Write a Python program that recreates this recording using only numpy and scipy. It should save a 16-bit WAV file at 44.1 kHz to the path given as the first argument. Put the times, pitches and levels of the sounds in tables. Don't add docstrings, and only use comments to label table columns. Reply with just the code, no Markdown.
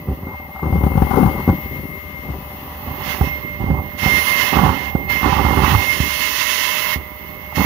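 import sys
import numpy as np
from scipy import signal
from scipy.fft import rfft, irfft, next_fast_len
from scipy.io import wavfile
from scipy.ndimage import uniform_filter1d

SR = 44100
rng = np.random.default_rng(int(sys.argv[2]) if len(sys.argv) > 2 else 0)


def generate_wav(sig):
    pcm = np.round(np.clip(np.atleast_2d(sig).T, -1, 1) * 32767).astype(np.int16)
    wavfile.write(sys.argv[1], SR, pcm)


N = 337365
TIME = np.arange(N) / SR


def undb(db):
    return 10 ** (np.asarray(db) / 20)


def unit(x):
    return x / np.sqrt(np.mean(x ** 2))


def curves(table):
    s, *columns = np.transpose(table)
    return np.array([np.interp(TIME, s, c) for c in columns])


def walk(rate_hz):
    k = int(SR / rate_hz)
    steps = np.repeat(rng.standard_normal(N // k + 1), k)
    return 1.6 * uniform_filter1d(uniform_filter1d(steps, k), k)[:N]


def lowpass(x, hz, order):
    return signal.sosfilt(signal.butter(order, min(hz, SR * .45), fs=SR, output="sos"), x)


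def ring(x, modes):
    x = x + 1e-18
    return sum(undb(db) * signal.lfilter(*signal.iirpeak(hz, hz / width_hz, fs=SR), x)
               for hz, width_hz, db in modes)


def noise(colour, ripple_db):
    hz, db = np.transpose(colour)
    size = next_fast_len(N, real=True)
    f = np.arange(size // 2 + 1) * SR / size
    coarse_hz = np.linspace(0, SR / 2, 4000)
    lags_s = rng.uniform(.001, .014, (2, 8, 1))
    turns = rng.random((2, 8, 1))
    combs = np.cos(2 * np.pi * (lags_s * coarse_hz + turns)).sum(axis=1) / 2
    combs = combs * np.minimum(coarse_hz / 2500, 1)
    ripple = np.array([np.interp(f, coarse_hz, c) for c in combs])
    gain_db = np.interp(np.log(f + 1), np.log(hz), db) + ripple_db * ripple
    spectrum = rfft(rng.standard_normal((2, size))) * undb(gain_db)
    return unit(irfft(spectrum, size)[:, :N])


def tone(turns, order, flutter_db):
    spread = min(order / 8, 1)
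    phase = 2 * np.pi * (order * turns + spread * rng.random((2, 1)))
    return np.sqrt(2) * np.sin(phase) * undb(flutter_db * walk(18))


def tones(turns, table, flutter_db):
    return sum(undb(db) * tone(turns, order, flutter_db) for order, db in table)


# time in seconds, nominal shaft rate in Hz.
SPEED = [(0.65, 592.8), (1.3, 599.3), (2.2, 593.4), (2.6, 593.1), (3.15, 595.9), (3.55, 592.0),
         (3.9, 594.3), (4.4, 592.3), (4.85, 594.0), (5.2, 593.2), (5.7, 597.5), (6, 597.5), (6.55, 605.5),
         (7.6, 604.6)]


def motor_speed():
    return curves(SPEED)[0] * (1 + .0002 * walk(25))


REST_HZ, REST_AIR_DB = 593, -43
WHINE_ORDERS = [3.556, 3.35, 18]
# dB at reference, dB per dB of air, dB per Hz of speed.
WHINE_LAWS = [(-30.5, 0.7327, -0.6446), (-53.5, 0.71, 0.87), (-46, 0.6524, -0.21)]
# centre in seconds, 1/e half width in seconds, change in dB.
WAVERS = [(0.05, 0.05, -15), (0.197, 0.072, -11), (0.495, 0.02, -14), (2.385, 0.054, -17),
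          (2.73, 0.27, -14), (3.18, 0.045, -16), (3.405, 0.017, -13), (4.251, 0.016, -19), (4.66, 0.16, -8),
          (5.32, 0.097, -7), (5.672, 0.089, -15.5), (5.905, 0.026, 8), (5.977, .02, -11), (6.355, .06, -9)]


def whine_level(law, carrier_db, shaft_hz):
    db, per_air, per_speed = law
    return db + per_air * (carrier_db - REST_AIR_DB) + per_speed * (shaft_hz - REST_HZ)


def whines(turns, shaft_hz, air_db, treble_db):
    main_db = whine_level(WHINE_LAWS[0], air_db, shaft_hz)
    second_db = whine_level(WHINE_LAWS[1], air_db, shaft_hz)
    blades_db = whine_level(WHINE_LAWS[2], treble_db, shaft_hz)
    waver_db = sum(db * np.exp(-np.minimum(((TIME - s) / half_s) ** 2, 20)) for s, half_s, db in WAVERS)
    main = np.sqrt(2) * np.sin(2 * np.pi * WHINE_ORDERS[0] * turns + np.array([[0], [2.4]]))
    main = main * undb(main_db + waver_db + .9 * walk(45) + 1.5 * walk(20))
    second = tone(turns, WHINE_ORDERS[1], flutter_db=2.5) * undb(second_db)
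    blades = tone(turns, WHINE_ORDERS[2], flutter_db=1.5) * undb(blades_db + 2 * walk(7))
    return main + second + blades


HUM_DB, HUM_DB_PER_AIR_DB = -1.5, 0.42
# multiple of the shaft rate, level in dB before the trim.
HUM = [(1, -43), (2, -54)]


def shaft_hum(turns, air_db):
    return tones(turns, HUM, flutter_db=1.5) * undb(HUM_DB + HUM_DB_PER_AIR_DB * (air_db - REST_AIR_DB))


# frequency in Hz, relative density in dB per Hz.
HISS = [(3000, -45), (8000, -72), (10000, -17), (11500, -5.5), (13000, 1.5), (14000, 6.5), (15400, 4.5),
        (16500, -10)]
# multiple of the shaft rate, level in dB against the hiss noise.
HISS_TONES = [(16, -31), (17, -25), (20, -21), (21.19, -20), (22, -24), (23, -20), (24, -18), (24.5, -22),
              (25, -21), (26, -20)]


def fan_hiss(turns, hiss_gain):
    hiss = noise(HISS, ripple_db=1.2) + tones(turns, HISS_TONES, flutter_db=2)
    return hiss * hiss_gain * undb(.8 * walk(9))


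# frequency in Hz, relative density in dB per Hz.
RUSH = [(60, -7.5), (300, -3), (700, -10), (1000, 2.5), (1550, 0.5), (2030, 11), (2350, -2), (2800, 7),
        (4000, -4), (6500, -8), (8000, -17.5), (9500, -14.5), (12000, -17.5), (16000, -24)]
# frequency in Hz, width in Hz, gain in dB.
VENT = [(1005, 54, 5.5)]
# multiple of the shaft rate, level in dB re rms 1.
RUSH_TONES = [(4.39, -10), (7.1, -20), (8, -19.5), (9, -19), (9.8, -22), (10.03, -23), (11, -22)]


def exhaust_rush(turns, rush_gain, treble_gain):
    rush = noise(RUSH, ripple_db=2.56) * undb(2.5 + 1.14 * walk(30))
    rush = rush + ring(rush, VENT) + tones(turns, RUSH_TONES, flutter_db=2)
    dull = lowpass(rush, 3960, order=1)
    return dull * rush_gain + (rush - dull) * treble_gain


# frequency in Hz, relative density in dB per Hz.
CASING = [(60, -4), (300, 2), (480, 7.5), (670, 3), (800, 2), (1010, 14.5), (1190, 11), (1400, -2),
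          (1850, -16), (2020, 11), (2300, -18.5), (2800, -10), (4000, -69)]


def casing_noise(air_db):
    return noise(CASING, ripple_db=6.5) * undb(-40.0 + 0.5 * (air_db - REST_AIR_DB))


RUSH_LEFT_DB, RUSH_RIGHT_DB, HISS_LEFT_DB, HISS_RIGHT_DB = -3, -1, 2, 2.5
TREBLE_LEFT_DB, TREBLE_RIGHT_DB = -4.5, -16.5
# time in seconds, left level in dB, right level in dB, before the trims above.
EXHAUST = [(0, -46.5, -48.5), (0.58, -46.5, -52.5), (0.7, -42, -52), (1.2, -34, -50.5),
           (1.42, -37.5, -43.5), (2.1, -41.5, -53), (2.75, -40.5, -41), (3.1, -39, -30.5),
           (3.58, -49.5, -40.5), (4.5, -49.5, -39), (6.5, -52.5, -40.5), (7.4, -48.5, -40)]


def air():
    exhaust_db = curves(EXHAUST)
    rush = undb(exhaust_db + [[RUSH_LEFT_DB], [RUSH_RIGHT_DB]])
    treble = rush * undb([[TREBLE_LEFT_DB], [TREBLE_RIGHT_DB]])
    hiss = undb(exhaust_db + [[HISS_LEFT_DB], [HISS_RIGHT_DB]])
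    add_blasts(rush[1], treble[1], hiss[1])
    return rush, treble, hiss


def vacuum():
    shaft_hz = motor_speed()
    turns = np.cumsum(shaft_hz) / SR
    rush_gain, treble_gain, hiss_gain = air()
    air_db, treble_db = 20 * np.log10([rush_gain, treble_gain])
    motor = whines(turns, shaft_hz, air_db, treble_db) + shaft_hum(turns, air_db)
    blown = fan_hiss(turns, hiss_gain) + exhaust_rush(turns, rush_gain, treble_gain)
    return motor + blown + casing_noise(air_db)


def pop(hz, cycles, sag):
    age = TIME[:int(.04 * SR)] * hz
    swing = -np.sin(2 * np.pi * np.log1p(sag * age) / sag) * np.exp(-age / cycles)
    return swing / np.abs(swing).max()


def slap(decay_s):
    age_s = TIME[:int(.04 * SR)]
    return rng.standard_normal(len(age_s)) * np.exp(-age_s / decay_s)


def add(track, s, sound):
    start = max(int(s * SR), 0)
    track[start:start + len(sound)] += sound[:max(N - start, 0)]


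def even(x, span_s):
    k = int(span_s * SR)
    power = uniform_filter1d(uniform_filter1d(x ** 2, k), k)
    return x / np.sqrt(power + 1e-9)


# frequency in Hz, width in Hz, gain in dB.
THUD = [(72.6, 12.7, 11.5), (149.7, 11.4, -2), (196, 96, -3.5), (277.5, 46, 0.5), (386.2, 15.7, 7.5),
        (531.6, 25.3, 9)]


def thud(pops):
    x = lowpass(pops + ring(pops, THUD), 760, order=2)
    return x - lowpass(x, 64, order=1)


# frequency in Hz, width in Hz, gain in dB.
SPLASH = [(785, 40, 10), (860, 66, 0.5), (989, 39, 0.5), (1123, 64, -4), (1540, 940, -8)]


def splash(slaps):
    x = signal.sosfilt(signal.butter(6, 720, "high", fs=SR, output="sos"), ring(slaps, SPLASH))
    return lowpass(x, 1355, order=8) + undb(-22.0) * x


KNOCKS_PER_S = 230
LOWEST_HZ, HIGHEST_HZ = 81.4, 358


def stream(scatter_db):
    pops, slaps = np.zeros((2, N))
    for when, pitch, size, wetness in rng.random((int(KNOCKS_PER_S * N / SR), 4)):
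        s = when * N / SR
        hz = LOWEST_HZ * (HIGHEST_HZ / LOWEST_HZ) ** pitch
        gain = undb(scatter_db * size)
        add(pops, s, gain * pop(hz, cycles=0.29, sag=0.3))
        add(slaps, s, gain * undb(1.2 * wetness) * slap(decay_s=0.0048))
    return np.array([even(thud(pops), span_s=0.061), even(splash(slaps), span_s=0.052)])


def gate(start_s, end_s, attack_s, release_s):
    before = np.maximum(start_s - TIME, 0) / attack_s
    after = np.maximum(TIME - end_s, 0) / release_s
    return np.exp(-np.minimum(before + after, 40))


SLURP_ATTACK_S, SLURP_RELEASE_S = .006, 0.049
# time in seconds, relative level in dB, splash against thud drive in dB.
TRICKLE = [(0, -31, -14), (0.5, -34.5, -1.5), (1.4, -28, 0), (2, -32.5, -21), (2.6, -32, -1.5),
           (3.1, -29, -3.5), (3.5, -30.5, -26), (4.4, -33.5, -3), (5.15, -27, -12.5), (5.95, -31.5, -21),
           (6.6, -42.5, -12), (7.3, -35.5, -15)]
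# start in seconds, length in seconds, relative level in dB, splash against thud drive in dB.
SLURPS = [(0.08, 0.041, -20.5, -14), (0.282, 0.087, -33, 2.5), (0.63, 0.029, -17.5, -9),
          (0.708, 0.35, -19.5, -12), (1.105, 0.29, -20.5, -6.5), (1.482, 0.024, -17.5, -9),
          (1.643, 0.21, -27.5, -33), (2.263, 0.097, -25.5, -9.5), (2.875, 0.038, -27, -6),
          (3.216, .04, -21, -10), (3.598, 0.19, -20, -11.5), (4.029, 0.13, -23, -8.5),
          (4.534, 0.15, -15.5, -3.5), (4.958, .06, -31, -37), (5.233, 0.51, -17.5, -4),
          (6.005, .03, -26, -21), (6.953, .04, -32.5, -15), (7.572, 0.14, -16, -7)]


def flow():
    db, splash_db = curves(TRICKLE)
    low, wet = undb(db), undb(db + splash_db)
    for s, length_s, db, splash_db in SLURPS:
        bite = undb(db) * gate(s, s + length_s, SLURP_ATTACK_S, SLURP_RELEASE_S)
        low, wet = np.hypot(low, bite), np.hypot(wet, bite * undb(splash_db))
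    return low, wet


SPLASH_DULL_HZ, SPLASH_BRIGHT_DB = 915, -23.5


def nozzle(wet, wet_gain):
    dull = lowpass(wet, SPLASH_DULL_HZ, order=6)
    bright = wet_gain / np.hypot(wet_gain, undb(SPLASH_BRIGHT_DB))
    return wet_gain * (bright * wet + np.sqrt(1 - bright ** 2) * dull)


def bead_stream(low_gain, wet_gain):
    low, wet = stream(scatter_db=12)
    side_low, side_wet = stream(scatter_db=-5)
    sides = np.array([[1], [-1]])
    low = (low + 0.15 * sides * side_low) * low_gain * undb(-3.0)
    wet = nozzle(wet + 0.57 * sides * side_wet, wet_gain) * undb(-4 + 0.75 * walk(60))
    return low, wet


# time in seconds, relative level in dB, starting pitch in Hz.
KNOCKS = [(0.086, -7, 139), (0.115, -10.5, 103), (0.233, -15.5, 123), (0.27, -16, 210), (0.633, -13, 201),
          (0.67, -9.5, 112), (0.726, -4.5, 106), (0.779, -9, 88), (0.837, -2, 121), (0.866, -4, 174),
          (0.956, -5, 129), (0.976, -3, 114), (1.021, 0, 148), (1.11, -14, 128), (1.141, -8, 142),
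          (1.174, -3, 290), (1.193, -7, 260), (1.23, -1.5, 159), (1.259, -8.5, 128), (1.274, -10, 120),
          (1.478, -1, 203), (1.49, 0.5, 187), (1.499, 1, 115), (2.303, -13.5, 97), (2.873, -15.5, 107),
          (3.211, -2.5, 91), (3.641, -10, 154), (3.703, -5, 157), (3.714, -11, 117), (4.061, -6, 127),
          (4.569, -8.5, 204), (4.624, -13, 162), (4.647, -5.5, 103), (4.666, -16, 109), (4.952, -4, 160),
          (5.261, -9, 248), (5.45, -9, 109), (5.574, -5, 120), (5.636, -4, 101), (5.75, -9, 112),
          (6.003, -7, 111), (6.96, -14.5, 102), (7.595, -7.5, 166)]


def big_beads(low_gain, wet_gain):
    pops, slaps = np.zeros((2, N))
    for s, db, hz in KNOCKS:
        wetness = np.interp(s, TIME, wet_gain / low_gain)
        add(pops, s - .001, undb(db - 3.0) * pop(hz, cycles=0.32, sag=0.073))
        add(slaps, s - .001, undb(db + 4) * wetness * slap(decay_s=0.0065))
    return thud(pops), splash(slaps)


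# time in seconds, drive level in dB.
SPITS = [(0.269, -18), (0.561, -11), (0.592, -10.5), (1.109, -7), (2.322, -19), (7.523, -14)]


def spits():
    slaps = np.zeros(N)
    for s, db in SPITS:
        add(slaps, s - .001, undb(db) * slap(decay_s=0.0058))
    return splash(slaps)


# start in seconds, length in seconds, nominal first Hz, nominal last Hz,
# relative level in dB.
GURGLES = [(.72, 0.07, 171.6, 136, -17.5), (1.165, 0.12, 378, 114.2, -15.5),
           (1.475, 0.087, 220.5, 192, -17.5), (3.69, 0.056, 198, 115, -17.5),
           (4.6, 0.116, 237.5, 90.6, -18), (5.7, 0.1, 134.4, 91, -15.5)]


def gurgling():
    gurgles = np.zeros(N)
    for s, length_s, first_hz, last_hz, db in GURGLES:
        along = np.linspace(0, 1, int(length_s * SR))
        stagger = np.exp(0.2 * walk(200)[:len(along)])
        hz = first_hz * (last_hz / first_hz) ** along * stagger
        swell = np.sqrt(np.abs(np.sin(np.pi * along))) * undb(1.7 * walk(157)[:len(along)])
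        add(gurgles, s, undb(db + 1) * swell * np.sin(2 * np.pi * np.cumsum(hz) / SR))
    return gurgles


GULP_PAN_SHARE, GULP_PAN_DB = 0.76, -2


def gulps():
    low_gain, wet_gain = flow()
    left_db, right_db = curves(EXHAUST)
    pan_db = (GULP_PAN_SHARE * (left_db - right_db) + GULP_PAN_DB) * np.array([[.5], [-.5]])
    low, wet = bead_stream(low_gain, wet_gain)
    bead_thud, bead_splash = big_beads(low_gain, wet_gain)
    body = low + bead_thud + gurgling()
    wet = wet + bead_splash + spits()
    deep = lowpass(body, 153, order=1)
    return deep * undb(0.081 * pan_db) + (body - deep) * undb(1.46 * pan_db) + wet * undb(2.32 * pan_db)


BLAST_ATTACK_S, BLAST_RELEASE_S = 0.0083, .018
BLAST_HISS_DB, BLAST_HISS_DB_PER_TREBLE_DB = -4, .3
# time in seconds, level in dB, treble against level in dB.
BLASTS = [
    [(3.04, -41, 7), (3.11, -23.5, -3), (3.16, -30.5, -5), (3.29, -34.5, 0)],
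    [(3.99, -30.5, 4), (4.05, -21.5, -1.5), (4.2, -22, 3), (4.45, -20.5, 0), (4.6, -23.5, -9),
     (4.9, -34, -5)],
    [(5.1, -22.5, -5), (5.3, -25, -9.5), (5.6, -25, -8), (5.7, -19.5, -5), (5.87, -25, 3.5),
     (6.5, -25.5, 11.5), (6.94, -21.5, -0.5)],
    [(7.56, -27.5, 4.5), (7.65, -18.5, -5)],
]


def add_blasts(rush, treble, hiss):
    for blast in BLASTS:
        db, treble_db = curves(blast)
        jet = undb(db) * gate(blast[0][0], blast[-1][0], BLAST_ATTACK_S, BLAST_RELEASE_S)
        rush[:] = np.hypot(rush, jet)
        treble[:] = np.hypot(treble, jet * undb(treble_db))
        hiss[:] = np.hypot(hiss, jet * undb(BLAST_HISS_DB + BLAST_HISS_DB_PER_TREBLE_DB * treble_db))


def scene():
    return vacuum() + gulps()


TOP_HZ = 15550


def record(dry):
    x = signal.sosfilt(signal.butter(3, 44, "high", fs=SR, output="sos"), dry)
    x = signal.lfilter(*signal.iirnotch(8000, 14, fs=SR), x)
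    x = np.clip(x, -.95, .95)
    return signal.sosfilt(signal.ellip(10, .2, 80, TOP_HZ, fs=SR, output="sos"), x)


dry = scene()
out = record(dry)
generate_wav(out)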